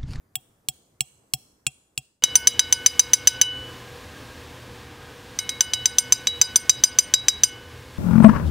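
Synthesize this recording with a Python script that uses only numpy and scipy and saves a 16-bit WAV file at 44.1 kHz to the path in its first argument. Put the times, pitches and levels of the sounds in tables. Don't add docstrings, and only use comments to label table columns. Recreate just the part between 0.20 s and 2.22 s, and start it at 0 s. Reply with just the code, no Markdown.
import sys
import numpy as np
from scipy import signal
from scipy.fft import rfft, irfft, next_fast_len
from scipy.io import wavfile
from scipy.ndimage import uniform_filter1d

SR = 44100
rng = np.random.default_rng(int(sys.argv[2]) if len(sys.argv) > 2 else 0)


def decibels_to_gain(level_db):
    exponent = np.asarray(level_db, float) / 20
    return 10 ** exponent


def unload_wav(signal):
    wavfile.write(
        sys.argv[1],
        SR,
        np.round(np.clip(np.atleast_2d(signal).T, -1, 1) * 32767).astype(np.int16),
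    )


N = 89214
PORTS = np.array([[.5], [-.5]])


def evened(x):
    return x / np.sqrt(np.mean(x ** 2) + 1e-20)


def read(points, hz):
    f, value = np.transpose(points)
    return np.interp(np.log(hz + 1), np.log(f + 1), value)


def add(mix, s, sound):
    part = mix[..., round(s * SR):][..., :sound.shape[-1]]
    part += sound[..., :part.shape[-1]]


def mode(hz, db, t60, delay=0., rise=0., lead=0.):
    t = np.arange(SR // 4) / SR - delay
    since_start = np.maximum(t - max(-delay, 0), 0)
    decay = decibels_to_gain(db - 60 * since_start / t60)
    swell = 1 - np.exp(-(since_start / (rise + 1 / SR)) ** 2)
    return decay * swell * np.sin(2 * np.pi * hz * t + lead)


def burst(t60, channels=1):
    t = np.arange(SR // 4) / SR
    return rng.standard_normal((channels, len(t))) * decibels_to_gain(-60 * t / t60)


def coloured(x, gain):
    size = next_fast_len(2 * x.shape[-1])
    spectrum = rfft(x, size) * gain(np.fft.rfftfreq(size, 1 / SR))
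    return irfft(spectrum, size)[..., :x.shape[-1]]


# (f/Hz, level/dB per Hz)
HUSH = [(22, -35.5), (55, 3.5), (410, -4.5), (1720, -16.5), (3000, -27), (7000, -27), (15500, -27.5),
        (15900, -69)]
# (f/Hz, likeness -1 to 1)
LIKENESS = [(60, 0.99), (180, 0.98), (550, 0.52), (1650, -0.25), (4970, 0.56), (15000, 1)]
HUSH_DB, PATCHY_DB, SWELL_DB = -64.5, 1.5, .4
WHINE_HZ, WHINE_DB = 13350, -91


def hush():
    frames, hz = N // 256 + 5, np.fft.rfftfreq(1024, 1 / SR)
    a, b, c, d, patches = rng.standard_normal((frames, 513, 5)).T
    swell = evened(uniform_filter1d(patches[0], size=40))
    patches = uniform_filter1d(patches, size=12, axis=0)
    patches = evened(uniform_filter1d(patches, size=14, axis=1))

    same = np.clip(read(LIKENESS, hz), -1, 1)[:, None]
    left = a + 1j * b
    right = same * left + np.sqrt(1 - same ** 2) * (c + 1j * d)
    level_db = read(HUSH, hz)[:, None] + PATCHY_DB * patches + SWELL_DB * swell
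    air = signal.istft(np.array([left, right]) * decibels_to_gain(level_db), nperseg=1024, noverlap=768)[1][:, :N]

    port_phase = np.array([[0], [2]])
    whine = decibels_to_gain(WHINE_DB) * np.sin(2 * np.pi * WHINE_HZ * np.arange(N) / SR + port_phase)
    return decibels_to_gain(HUSH_DB) * evened(air) + whine


# (f/Hz, t60/s)
TREES = [(500, 1.8), (2500, 0.59), (7000, 0.85), (15000, 0.4)]
TREES_DB, TREES_RISE_S, TREES_EDGE_HZ = -29.5, .03, 15800
NEAR_DB, NEAR_T60 = -23.5, .045


def forest(x):
    t = np.arange(SR) / SR
    hz, frame_s, z = signal.stft(rng.standard_normal((2, SR)), SR, nperseg=256)
    z = z * decibels_to_gain(-60 * frame_s / read(TREES, hz)[:, None])
    far = signal.istft(z, SR, nperseg=256)[1][:, :SR]
    far = far * (1 - np.exp(-(t / TREES_RISE_S) ** 2))
    near = rng.standard_normal((2, SR)) * decibels_to_gain(-60 * t / NEAR_T60)
    far = decibels_to_gain(TREES_DB) * far / np.linalg.norm(far[0])
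    near = decibels_to_gain(NEAR_DB) * near / np.linalg.norm(near[0])
    tail = signal.fftconvolve(x, far + near, axes=1)[:, :N]
    return coloured(tail, lambda f: f < TREES_EDGE_HZ)


def grit(db, hz):
    noise = burst(0.031, channels=2)
    return decibels_to_gain(db) * coloured(noise, lambda f: np.exp(-(np.log((f + 1) / hz) / 0.39) ** 2))


# (f/Hz, level/dB, t60/s, delay/s, rise/s)
THUMP = [(135, 0, .075, .0017, .003), (64, -13, .1, -.004, .008), (235, -9, .04, .0022, .001),
         (420, -16, .03, .001, .001)]
# (f/Hz, level/dB, t60/s, delay/s, rise/s)
LATE = [(124, 1, .06, .0085, .009)]


def thump(thump_db, late_db, handle_db):
    first = decibels_to_gain(thump_db) * sum(mode(*row) for row in THUMP)
    late = decibels_to_gain(late_db) * sum(mode(*row) for row in LATE)
    handle = mode(748, handle_db, t60=.09, rise=.005)
    return first + late + handle


# (f/Hz, level/dB, t60/s, left minus right/dB)
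SHANK = [(1550, -19, .015, .5), (2485, -14, .05, .1), (2725, -9, .065, 1.5), (7015, -6, .035, 9)]
# (f/Hz, level/dB, t60/s, left minus right/dB)
HOOK = [(4120, -1, .018, 2.5), (4420, -4, .02, 2.5), (5450, -8, .04, -2.5), (6290, -10, .04, 2.2)]
# (f/Hz, level/dB, t60/s, left minus right/dB)
HEAD = [(7695, -2, .045, -5), (7815, 0, .028, -5), (8290, -5, .04, -3), (8700, -4, .035, -1),
        (8860, -3, .035, 0)]
# (f/Hz, level/dB, t60/s, left minus right/dB)
FACE = [(9507, -3, .028, -1)]
# (f/Hz, level/dB, t60/s, left minus right/dB)
CLAW = [(10700, -5, .018, 0), (11800, -7, .01, 1), (12930, -9, .018, 1.5), (14830, -3, .035, 3),
        (15100, -5, .018, 2), (15720, -10, .035, 1.5)]
# (f/Hz, level/dB, t60/s, left minus right/dB)
NECK = [(2950, -3, .013, .5), (3265, -14, .08, 1), (3316, -4, .042, 2), (3520, -3, .014, 2)]
# (f/Hz, lead/rad)
LEFT_LEAD = [(1500, -.1), (3300, .6), (5450, .8), (6300, 2.1), (7700, -1.2), (8800, -3.3), (9500, -5.1),
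             (15000, -4.3)]
CONTACT_S = 0.00023


def ring(rings_db):
    total = 0
    neck_db = 0
    for part, part_db in zip((SHANK, HOOK, HEAD, FACE, CLAW, NECK), (*rings_db, neck_db)):
        for hz, db, t60, pan_db in part:
            lead = rng.uniform(0, 2 * np.pi) + PORTS * read(LEFT_LEAD, hz)
            total = total + decibels_to_gain(PORTS * pan_db) * mode(hz, db + part_db, t60, rise=CONTACT_S, lead=lead)
    return total


# (f/Hz, level/dB)
CRACK = [(250, -39.5), (1200, -18.5), (1950, -18), (2600, 1), (4300, -5.5), (7900, -3.5), (12000, -7.5),
         (16300, -10.5)]
CRACK_DB, CRACK_T60, CRACK_RISE_S = 10.5, 0.011, 0.00034
CRACK_LAG_S = .00004


def crack(hook_db):
    log_gain = np.log(decibels_to_gain(read(CRACK, abs(np.fft.fftfreq(512, 1 / SR)))))
    taps = np.fft.ifft(np.exp(np.conj(signal.hilbert(log_gain)))).real[:256]
    noise = burst(CRACK_T60)
    t = np.arange(noise.shape[1]) / SR
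    snap = signal.lfilter(taps / np.linalg.norm(taps), 1, noise * (1 - np.exp(-t / CRACK_RISE_S)))
    at_ports = coloured(snap, lambda f: np.exp(2j * np.pi * f * (PORTS - .5) * CRACK_LAG_S))
    return decibels_to_gain(CRACK_DB + hook_db) * at_ports


KNOCK_DB, KNOCK_S = -14, .00028


def knock(hook_db):
    u = np.arange(SR // 4) / SR / KNOCK_S - 2
    return -decibels_to_gain(KNOCK_DB + hook_db) * (1 - 2 * u ** 2) * np.exp(-u ** 2)


GROUND_ECHO_S, GROUND_ECHO_DB = 0.0018, -6


def clang(force_db, rings_db):
    hook_db = .5 * rings_db[1]
    snap = crack(hook_db)
    direct = ring(rings_db) + snap + knock(hook_db)
    add(direct, GROUND_ECHO_S, decibels_to_gain(GROUND_ECHO_DB) * snap)
    return decibels_to_gain(force_db) * direct, decibels_to_gain(force_db) * snap


# (t/s, force level/dB, soil thump level/dB, late soil wave level/dB, handle level/dB)
BLOWS = [
    (0.1547, -20, -55.5, -31.5, -39),
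    (0.4855, -22.5, -32.5, -73.5, -39.5),
    (0.8064, -21.5, -28, -55, -40),
    (1.1361, -22, -26.5, -32.5, -35),
    (1.4663, -20, -25, -43.5, -38.5),
    (1.7764, -21.5, -25.5, -37.5, -39),
]
# (shank, hook, head, face, claw level/dB)
RINGS = [
    (-9.5, -13.5, -3, -1, 3.2),
    (-9.9, 1, 2.4, 3.5, 5.5),
    (-4.4, 2.94, 4, -1.5, 1.8),
    (-7.6, 5.05, 1.5, 4, 7.5),
    (9.5, -1, 4.8, 8.5, -4.5),
    (4.5, 0.5, 3.5, 5.5, 0),
]
# (t/s, level/dB, f/Hz)
TICKS = [
    (1.6115, -57, 3200),
    (1.7557, -56, 9000),
    (1.7668, -57, 8500),
]
CRACK_TO_TREES_DB = -13


def scene():
    metal, cracks, low = np.zeros((3, 2, N))
    for (s, force_db, *low_db), rings_db in zip(BLOWS, RINGS):
        direct, snap = clang(force_db, rings_db)
        add(metal, s, direct)
        add(cracks, s, snap)
        add(low, s, thump(*low_db))
    for s, db, hz in TICKS:
        add(low, s, grit(db, hz))
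    tail = forest(metal + decibels_to_gain(CRACK_TO_TREES_DB) * cracks)
    return metal + tail + low + hush()


def low_pass(x):
    return signal.sosfilt(signal.butter(12, 17140, fs=SR, output="sos"), x)


# (t/s, level/dB)
FADE = [(1.301, -1), (1.729, -5), (1.84, -5.5), (2.02, -14)]
TOP_EDGE_HZ = 16300


def record(dry):
    s, db = np.transpose(FADE)
    soft = signal.sosfilt(signal.butter(10, TOP_EDGE_HZ, fs=SR, output="sos"), dry)
    faded = soft * decibels_to_gain(np.interp(np.arange(N) / SR, s, db))
    return low_pass(faded)


dry = scene()
out = record(dry)
unload_wav(out)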